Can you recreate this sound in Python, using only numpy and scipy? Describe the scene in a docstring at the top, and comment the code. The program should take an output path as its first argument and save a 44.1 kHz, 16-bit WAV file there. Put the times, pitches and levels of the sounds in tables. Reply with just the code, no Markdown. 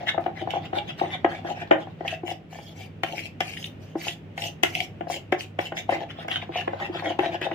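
"""Spoon stirring melted chocolate

A metal spoon stirs melted chocolate in a plastic bowl close to a phone. Knocks ring the bowl's damped modes;
strokes along the wall drive them by stick-slip, muffled in deep chocolate and hissing on bare wall.
Dry clicks come from the spoon's edge, and sheared liquid slops as noise in patches of pitch.
A small kitchen echoes with decaying noise, over a filtered rush and a hum of beating low tones."""
import sys
import numpy as np
from scipy import signal
from scipy.fft import rfft, irfft, next_fast_len
from scipy.io import wavfile
from scipy.ndimage import uniform_filter1d, minimum_filter1d, map_coordinates

SR = 44100
rng = np.random.default_rng(int(sys.argv[2]) if len(sys.argv) > 2 else 0)


def master(y):
    """Save y as 16-bit WAV."""
    cut = np.clip(np.atleast_2d(y).T, -1, 1)
    pcm = np.round(cut * 32767)  # scale
    wavfile.write(sys.argv[1], SR, pcm.astype(np.int16))


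def boost(x):
    """Linear amplitude factor 10**(x/20) for a level x in decibels (scalar or array-like)."""
    u = np.asarray(x, float) / 20
    return 10 ** u


N = 332514  # samples

# the bowl's low modes before each contact shifts them: pitch_hz, level_db, t60_s
BOWL_MODES = [(328.5, -8, 0.38), (350.3, 0.5, 0.14), (565.3, 1, 0.065), (692.6, 7.5, 0.054),
              (748, 5, 0.053), (785, -2.5, 0.12), (904, -31, 0.014)]
# relative spectrum of steel on bare plastic: frequency_hz, level_db
STEEL_HISS = [(2500, -51), (3900, -1), (5000, 0), (6800, -2.5), (8900, -15), (9600, -9), (10700, -16.5),
              (11400, -25), (13000, -9.5), (15000, -9.5), (15500, -29)]
# stirring in the pool, scraping the wall down, stirring again: time_s, bareness of the wall (0-1)
BARENESS = [(0, 0.05), (1.3, 0.11), (2.05, 0.28), (2.25, 0.74), (3.2, 0.78), (4.7, 0.89), (5.65, 0.77),
            (5.95, 0.15), (6.8, 0.03)]


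def unit(x):
    """Normalisation to unit rms, so that a later gain alone sets the level."""
    return x / np.sqrt(np.mean(x ** 2) + 1e-20)


def along(points, hz):
    """Interpolation of (frequency, value) points on a logarithmic frequency axis."""
    f, v = np.transpose(points)
    return np.interp(np.log(hz + 1), np.log(f + 1), v)


def wobble(rate):
    """Band-limited random modulation: a smooth curve through rate random knots a second."""
    coarse = np.arange(0, N + 32, 32)
    knots = rng.standard_normal(int(N * rate / SR) + 4)
    curve = map_coordinates(knots, [coarse * rate / SR])
    return np.interp(np.arange(N), coarse, curve)


def filtered(x, response):
    """Linear filtering: the spectrum of x times a response of frequency."""
    m = next_fast_len(x.shape[-1] + 8192)
    spectrum = rfft(x, m) * response(np.fft.rfftfreq(m, 1 / SR))
    return irfft(spectrum, m)[..., :x.shape[-1]]


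def background():
    """Partly coherent broadband noise of machines, and a hum in which two close low tones beat."""
    # relative spectrum of the kitchen murmur: frequency_hz, level_db
    murmur = [(20, -33), (90, -3.5), (162, -0.5), (431, -10), (775, -18), (1050, -25), (2880, -25.5),
              (4250, -40.5), (6840, -48.5), (11600, -61), (14100, -53.5),]
    # left-right correlation of the murmur: frequency_hz, likeness (0-1)
    likeness = [(60, 0.82), (300, 0.96), (800, 0.044), (3000, 0.078)]
    # hum tones before their slow wander: pitch_hz, level_db
    hum_tones = [(98, -52.5), (101.8, -51.5), (160, -49.5)]
    rush_db = -45

    def stereo_shape(hz):
        angle = np.arccos(np.clip(along(likeness, hz), -1, 1)) / 2
        return boost(along(murmur, hz)) * [np.cos(angle), np.sin(angle)]

    mid, side = filtered(rng.standard_normal((2, N)), stereo_shape)
    swell_db = 1.2 * wobble(3)
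    rush = boost(rush_db + swell_db) * unit(np.array([mid + side, mid - side]))
    t = np.arange(N) / SR
    hum = np.zeros(N)
    for hz, db in hum_tones:
        strength = np.sqrt(2) * boost(db + 1.3 * wobble(13.0))
        hum += strength * np.sin(2 * np.pi * hz * t + 1.23 * wobble(5))
    return rush + hum * boost([[-.7], [.7]])


def kitchen(x):
    """Reverberation: each frequency of the echo decays at its own rate, with a new tail as things move."""
    # the room's echo: frequency_hz, t60_s, echo_db
    room = [(290, 0.31, -12.5), (930, 0.29, -6), (3050, 0.18, -4.5), (9900, 0.19, -5.5)]
    alike_below_hz = 494  # below this both ports hear much the same echo
    out, (f, t60, db) = np.zeros((2, N + SR)), np.transpose(room)
    step = SR // 5  # a new tail every fifth of a second
    for start in range(0, N, step):
        hz, t, z = signal.stft(rng.standard_normal((2, SR // 3)), SR, nperseg=256)
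        alike = 1 / (1 + (hz[:, None] / alike_below_hz) ** 2)
        z[1] = alike * z[0] + np.sqrt(1 - alike ** 2) * z[1]
        decay = boost(-60 * t / along(np.c_[f, t60], hz)[:, None])
        decay *= boost(along(np.c_[f, db], hz))[:, None] / np.linalg.norm(decay, axis=1, keepdims=True)
        tail = signal.istft(z * decay, SR, nperseg=256)[1] / np.sqrt(128)
        echo = signal.fftconvolve(x[None, start:start + step], tail, axes=1)
        late = start + 200  # samples from the direct sound to its echo
        out[:, late:late + echo.shape[1]] += echo
    return out[:, :N]


def ports(x):
    """Level and phase difference: two microphone ports hear a near source that shifts as the spoon circles."""
    # usual level difference: frequency_hz, left_over_right_db
    port_level = [(300, -1.5), (700, 7), (1300, -4.5), (2400, 6), (5000, -6.5), (9500, 11.5), (15000, 4.5)]
    # usual phase difference: frequency_hz, left_lead_rad
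    port_lead = [(300, 0.11), (2800, 1.315), (6000, 3.54)]
    sway_size_db, sway_size_rad, sway_fades_below_hz = 4, 2.17, 600
    hz, _, z = signal.stft(x, SR, nperseg=512)
    field = rng.standard_normal((2,) + z.shape)
    field = uniform_filter1d(field, size=11, axis=1)
    field = unit(uniform_filter1d(field, size=24, axis=2))
    depth = (hz ** 2 / (hz ** 2 + sway_fades_below_hz ** 2))[:, None]
    sway_db, sway_rad = field * depth * [[[sway_size_db]], [[sway_size_rad]]]
    difference_db = along(port_level, hz)[:, None] + sway_db
    lead_rad = along(port_lead, hz)[:, None] + sway_rad
    half = boost(difference_db / 2) * np.exp(.5j * lead_rad)
    return signal.istft(z * [half, 1 / half], SR, nperseg=512)[1][:, :N]


def jerks(per_s, spread_db):
    """Stick-slip friction: clumped small force impulses of uneven size."""
    chance = per_s / SR * boost(3.9 * wobble(40))
    happens = rng.random(N) < chance
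    size = boost(spread_db * rng.exponential(size=N).clip(0, 2.2))
    return unit(happens * size * rng.normal(size=N))


def squelch(patchy_db):
    """Viscous shear of thick liquid along the wall: noise that swells in brief patches of pitch."""
    z = signal.stft(rng.standard_normal(N), nperseg=256)[2]
    field = uniform_filter1d(rng.standard_normal(z.shape), size=3, axis=0)
    field = unit(uniform_filter1d(field, size=6, axis=1))
    return unit(signal.istft(z * boost(patchy_db * field), nperseg=256)[1][:N])


def slop():
    """Viscous folding round the spoon: shear noise and small smacks, shaped by a fixed spectrum."""
    # relative spectrum of the folding chocolate: frequency_hz, level_db
    fold_spectrum = [(350, -22.5), (600, 10), (1500, -7.5), (3300, -7.5), (4300, -14), (11400, -50),
                     (14500, -32.5)]
    pool_db, bare_adds_db = -50, -42.5
    bare = np.clip(np.interp(np.arange(N) / SR, *np.transpose(BARENESS)), 0, 1)
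    force = squelch(patchy_db=5) + .7 * jerks(per_s=250, spread_db=4)
    folds = unit(filtered(force, lambda f: boost(along(fold_spectrum, f))))
    return boost(pool_db + bare_adds_db * bare + 4.9 * wobble(27)) * folds


def damped(hz, db, t60):
    """Modal superposition: damped sines, cut off at a tenth of a second, or sooner once all have died."""
    t = np.arange(SR // 10) / SR
    live = t[t < 2 * t60.max()]
    modes = boost(-60 * live / t60[:, None]) * np.sin(2 * np.pi * hz[:, None] * live)
    return np.pad(boost(db) @ modes, (0, len(t) - len(live)))


def low_ring(luck, shift, deep_db, damping=1):
    """Low modal response at new strengths; grip and chocolate shift each resonance a little."""
    hz, db, t60 = np.transpose(BOWL_MODES)
    strength_db = db + 2 * luck + (hz < 480) * deep_db  # the deep modes lie below 480 Hz
    ring = damped(hz * (1 + .03 * shift), strength_db, t60 / damping)
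    return ring / np.abs(ring).max()


def high_ring(colour_hz, t60, focus_db, scatter_db, count=26):
    """High modal density: a crowd of short wall modes, those near the contact's colour answering most."""
    # how well the high modes radiate: frequency_hz, level_db
    radiation = [(950, 12.5), (1300, 1.5), (2000, 1.5), (2500, -5), (2820, 1), (3050, 1.5), (3450, -1)]
    bottom_hz, top_hz = 950, 3700
    hz = bottom_hz + (top_hz - bottom_hz) * (np.arange(count) + .5 * rng.random(count)) / count
    db = scatter_db * rng.standard_normal(count) + along(radiation, hz)
    db = db - focus_db * np.log2(hz / colour_hz) ** 2  # loss of focus_db an octave away
    # neighbours are pushed opposite ways
    ring = damped(hz * (-1) ** np.arange(count), db, np.full(count, t60))
    soft = (1 - np.exp(-np.arange(len(ring)) / SR / .0006)) ** 2
    ring = signal.sosfilt(signal.butter(4, top_hz, fs=SR, output="sos"), ring * soft)
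    return ring / np.abs(ring).max()


def catches():
    """Impulsive excitation: the edge catches on a ridge, clicking the high modes with a little steel hiss."""
    # catches of the spoon's edge: peak_s, level_db
    ridge_catches = [(0.506, -19.5), (2.079, -14.5), (3.124, -25), (3.5723, -23), (3.6421, -21),
                     (4.0827, -13), (4.4205, -18.5), (4.439, -18.5), (4.752, -10.5), (4.804, -11)]
    colour_hz, ring_t60_s, tick_db = 2775, 0.0079, -18
    lead_s = .0005
    out, t = np.zeros(N + SR), np.arange(SR // 10) / SR
    for s, db in ridge_catches:
        puff = boost(-60 * t / 0.031) * rng.standard_normal(len(t))
        tick = filtered(puff, lambda f: boost(along(STEEL_HISS, f)))
        tick = tick / np.abs(tick).max()
        click = high_ring(colour_hz, ring_t60_s, focus_db=55, scatter_db=-4.5) + boost(tick_db) * tick
        out[round((s - lead_s) * SR):][:len(t)] += boost(db) * click
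    return out[:N]


def strokes():
    """Source-filter friction: slips shake low and high wall modes and a hiss, as far as the chocolate lets them."""
    # strokes along the wall: start_s, length_s, scrape_db, boom_db (bowl boom over scrape)
    wall_strokes = [(0, 0.053, -46.5, 14), (0.064, 0.041, -28.5, -7), (0.358, 0.062, -41, -11),
                    (0.411, 0.015, -37, 20.5), (0.489, 0.1, -42, 9), (0.637, 0.03, -36, -1),
                    (0.741, 0.051, -31.5, 5.5), (0.879, 0.03, -31, -6), (0.985, 0.016, -26, -11),
                    (0.997, 0.088, -41.5, 10.5), (1.097, 0.06, -38, -3), (1.284, 0.11, -43.5, 3.5),
                    (1.446, 0.08, -36.5, 9.5), (1.553, 0.077, -41, 2), (1.789, 0.047, -40.5, -8),
                    (2.044, 0.11, -40, 2), (2.256, 0.07, -38.5, 4.5), (2.502, 0.23, -50, -2.5),
                    (2.751, 0.12, -47.5, -4.5), (3.051, 0.087, -45.5, 6), (3.144, 0.13, -41, -8),
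                    (3.425, 0.25, -42.5, -9.5), (3.795, 0.148, -61, 1), (3.98, 0.16, -39, -7),
                    (4.369, 0.12, -39, -5), (4.645, 0.065, -43, -22), (4.719, 0.13, -41, 0.5),
                    (5.086, 0.088, -36, -1.5), (5.388, 0.055, -38, -35), (5.598, 0.083, -40.5, -8),
                    (5.756, 0.052, -36, -7), (5.898, 0.057, -31.5, 1.5), (5.949, 0.091, -48, 13.5),
                    (6.097, 0.02, -34, -20), (6.189, 0.047, -39, -6), (6.295, 0.076, -30.5, -5),
                    (6.402, 0.04, -41, -8), (6.528, 0.09, -33.5, -4.5), (6.689, 0.2, -51, 15.5),
                    (6.792, 0.08, -35.5, -26), (6.919, 0.09, -36.5, -0.5), (7.023, 0.086, -38.5, 3),
                    (7.09, 0.038, -35.5, 4.5), (7.197, 0.096, -39.5, 10), (7.314, 0.05, -35.5, 6),
                    (7.411, 0.053, -30.5, -3), (7.51, 0.04, -43, 10.5)]
    # hiss over scrape, and loss an octave from the colour: in deep chocolate, on bare wall
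    hiss_deep_db, hiss_bare_db, focus_deep_db, focus_bare_db = -18.5, -4.5, 9.5, 69
    # a stroke's colour rises on bare wall and with pressure
    base_hz, bare_adds_hz, hz_per_db, usual_db = 2290, 405, 8, -48
    lift_deep_s, lift_bare_s = 0.0029, .003  # how slowly a stroke lets go
    high_t60_s = .006
    dull_db_per_octave = 10  # chocolate muffles the top of the hiss

    out = np.zeros(N + SR)
    slips, wet = jerks(per_s=200, spread_db=4.5), squelch(patchy_db=4)
    coarse = unit(jerks(per_s=100, spread_db=3) + .5 * squelch(patchy_db=4))
    grit = unit(filtered(slips + 4.8 * squelch(patchy_db=5.0), lambda f: boost(along(STEEL_HISS, f))))
    octaves = lambda f: np.log2(np.minimum(f, 10000) / 4000 + 1)
    dull = unit(filtered(grit, lambda f: boost(-dull_db_per_octave * octaves(f))))
    cushion = (1 - np.exp(-np.arange(SR // 10) / SR / .002)) ** 2  # chocolate softens each bump
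    tremble_db = 2.2 * wobble(35)
    chance = rng.standard_normal((len(wall_strokes), 2, len(BOWL_MODES)))
    for (s, length, db, boom_db), (luck, shift) in zip(wall_strokes, chance):
        bare = np.clip(np.interp(s, *np.transpose(BARENESS)), 0, 1)
        hiss_db = hiss_deep_db + (hiss_bare_db - hiss_deep_db) * bare
        colour_hz = base_hz + bare_adds_hz * bare + hz_per_db * (db - usual_db)
        focus_db = focus_deep_db + (focus_bare_db - focus_deep_db) * bare
        lift_s = lift_deep_s + (lift_bare_s - lift_deep_s) * bare
        t = np.arange(-.05, length + .1, 1 / SR)[max(0, round((.05 - s) * SR)):]
        first = round((s + t[0]) * SR)
        t = t[:N - first]
        here = slice(first, first + len(t))
        # the contact presses in, holds unsteadily and lifts off
        onset_db = 8 * np.log1p(np.exp(-(t - .008) / 0.0064))
        lift_db = 8 * np.log1p(np.exp((t - length + 0.00033) / lift_s))
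        press = boost(db - (onset_db + lift_db) + tremble_db[here])
        # climbing the wall, the spoon leaves the chocolate and its colour rises
        climb = np.pi / 2 * np.clip(t / length, 0, 1)
        rise = np.exp(.6 * length)
        # the barer the wall, the more the edge catches
        catch = .6 + .15 * bare
        fine = catch * slips[here] + np.sqrt(1 - catch ** 2) * wet[here]
        boom = low_ring(luck, shift, -6.5, damping=1.39) * cushion
        early = high_ring(colour_hz / rise, high_t60_s, focus_db, scatter_db=2.0)
        late = high_ring(colour_hz * rise, high_t60_s, focus_db, scatter_db=3.5)
        parts = ((coarse[here], boom, boom_db),
                 (fine * np.cos(climb), early, 0),
                 (fine * np.sin(climb), late, 0))
        for force, ring, level_db in parts:
            sound = signal.fftconvolve(press * force, ring / np.linalg.norm(ring))
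            out[first:][:len(sound)] += boost(level_db) * sound
        out[here] += boost(hiss_db) * press * (bare * grit[here] + (1 - bare) * dull[here])
    return out[:N]


def knocks():
    """Impact excitation of modes: low and high ones ring, hardest during contact; a bare edge adds a short tick."""
    # knocks on the wall: peak_s, level_db, deep_db, high_db (both against the middle modes)
    wall_knocks = [(0.1793, -12, -3.5, -15), (0.2626, -12, -1.5, -12.5), (0.4746, -17.5, -5, -17),
                   (0.7314, -14.5, -1, -12.5), (1.0149, -10, -3, -32), (1.2462, -2, 3.5, -10.5),
                   (1.4475, -20.5, 9, -13), (1.7111, 3, 2.5, -9), (2.0083, -21, 3, -16),
                   (2.2346, -20.5, 13, -17.5), (3.0347, -8.5, -1.5, 1), (3.406, -7, -3.5, 1.5),
                   (3.9548, -16, 10, -20), (4.3779, -17, -18, 2), (4.634, -1, 5.5, 2.5),
                   (5.009, -19, -0.5, -9.5), (5.3242, -5, 5.5, -5), (5.5897, -11, 0.5, -6),
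                   (5.7215, -19.5, -2, -9.5), (5.8926, -10.5, -3.5, -10.5), (5.923, -15, -1, -12),
                   (6.2826, -17, -10.5, -1), (6.4926, -22, 3, -36), (6.677, -12, -0.5, -10.5),
                   (6.8969, -22.5, 27, -26), (7.1904, -5.5, 5, -5), (7.4149, -15, 6, -1.5),
                   (7.514, -16, -2.5, -7.5)]
    # soft bumps of the spoon's back through the chocolate, mostly middle modes: peak_s, level_db
    soft_bumps = [(.145, -21.5), (.537, -15.5), (.558, -19), (1.038, -18), (1.872, -28.5), (2.05, -22.5),
                  (2.281, -26.5), (2.528, -32), (2.556, -33.5), (2.588, -30), (4.069, -24), (5.071, -26),
                  (5.1, -17.5), (6.187, -29), (6.248, -28), (6.427, -27.5), (6.558, -17.5), (6.734, -17.5),
                  (7.024, -22.5), (7.046, -23), (7.106, -21.5), (7.467, -17.5)]
    bump_deep_db, bump_high_db = -9.5, -16.5
    # the more the edge strikes, the stronger the high modes, the higher their colour, the louder the tick
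    base_hz, hz_per_db, tick_base_db, tick_grows = 2240, 37.5, -18.5, 2.47
    # the bowl rattles on after a knock: usual gap, strength against the contact before
    chatter_s, chatter = .011, 0.42
    lead_s = .0007  # the contact starts just before its peak

    out, t = np.zeros(N + SR), np.arange(SR // 10) / SR
    blows = list(wall_knocks) + [(s, db, bump_deep_db, bump_high_db) for s, db in soft_bumps]
    chance = rng.standard_normal((len(blows), 2, len(BOWL_MODES)))
    touch = 1 + 1.2 * np.exp(-t / .01)
    for (s, db, deep_db, high_db), (luck, shift) in zip(blows, chance):
        colour_hz = base_hz + hz_per_db * high_db
        tick_db = tick_base_db + tick_grows * high_db
        high = high_ring(colour_hz, t60=.012, focus_db=16, scatter_db=2)
        low = low_ring(luck, shift, deep_db) * (1 - np.exp(-t / 0.00088)) ** 2
        puff = boost(-60 * t / 0.015) * (1 - np.exp(-t / 0.00039)) * rng.standard_normal(len(t))
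        tick = filtered(puff, lambda f: boost(along(STEEL_HISS, f)))
        sound = touch * (low + boost(high_db) * high + boost(tick_db) * tick / np.abs(tick).max())
        rattle = touch * low_ring(luck[::-1], shift, bump_deep_db, damping=1.8)
        rattle = rattle * (1 - np.exp(-t / 0.0018))
        gaps_s = chatter_s * np.exp(.4 * shift[:3])
        for k, delay_s in enumerate(np.cumsum(gaps_s)):
            late = min(round(delay_s * SR), len(t) - 1)
            sound[late:] += chatter ** (k + 1) * np.sign(luck[k]) * rattle[:-late]
        out[round((s - lead_s) * SR):][:len(t)] += boost(db) * sound / np.abs(sound).max()
    return out[:N]


def scene():
    """Superposition of bowl, echo and background; the bowl's sound is high-passed first, so little bass comes
    from it."""
    highpass = signal.butter(2, 180, "high", fs=SR, output="sos")
    bowl = signal.sosfilt(highpass, knocks() + catches() + strokes() + slop())
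    return ports(bowl) + kitchen(bowl) + background()


def limiter(x):
    """Peak limiting: both channels are turned down together for a few milliseconds around a peak."""
    need = np.minimum(1, .93 / (np.abs(x).max(axis=0) + 1e-9))
    return x * uniform_filter1d(minimum_filter1d(need, size=400), size=200)


def roll_off(x):
    """The treble ends steeply here."""
    return signal.sosfilt(signal.butter(12, 16160, fs=SR, output="sos"), x)


def record(dry):
    """The phone's signal chain, which begins with peak limiting."""
    mix = limiter(dry)
    return roll_off(mix)


dry = scene()
out = record(dry)
master(out)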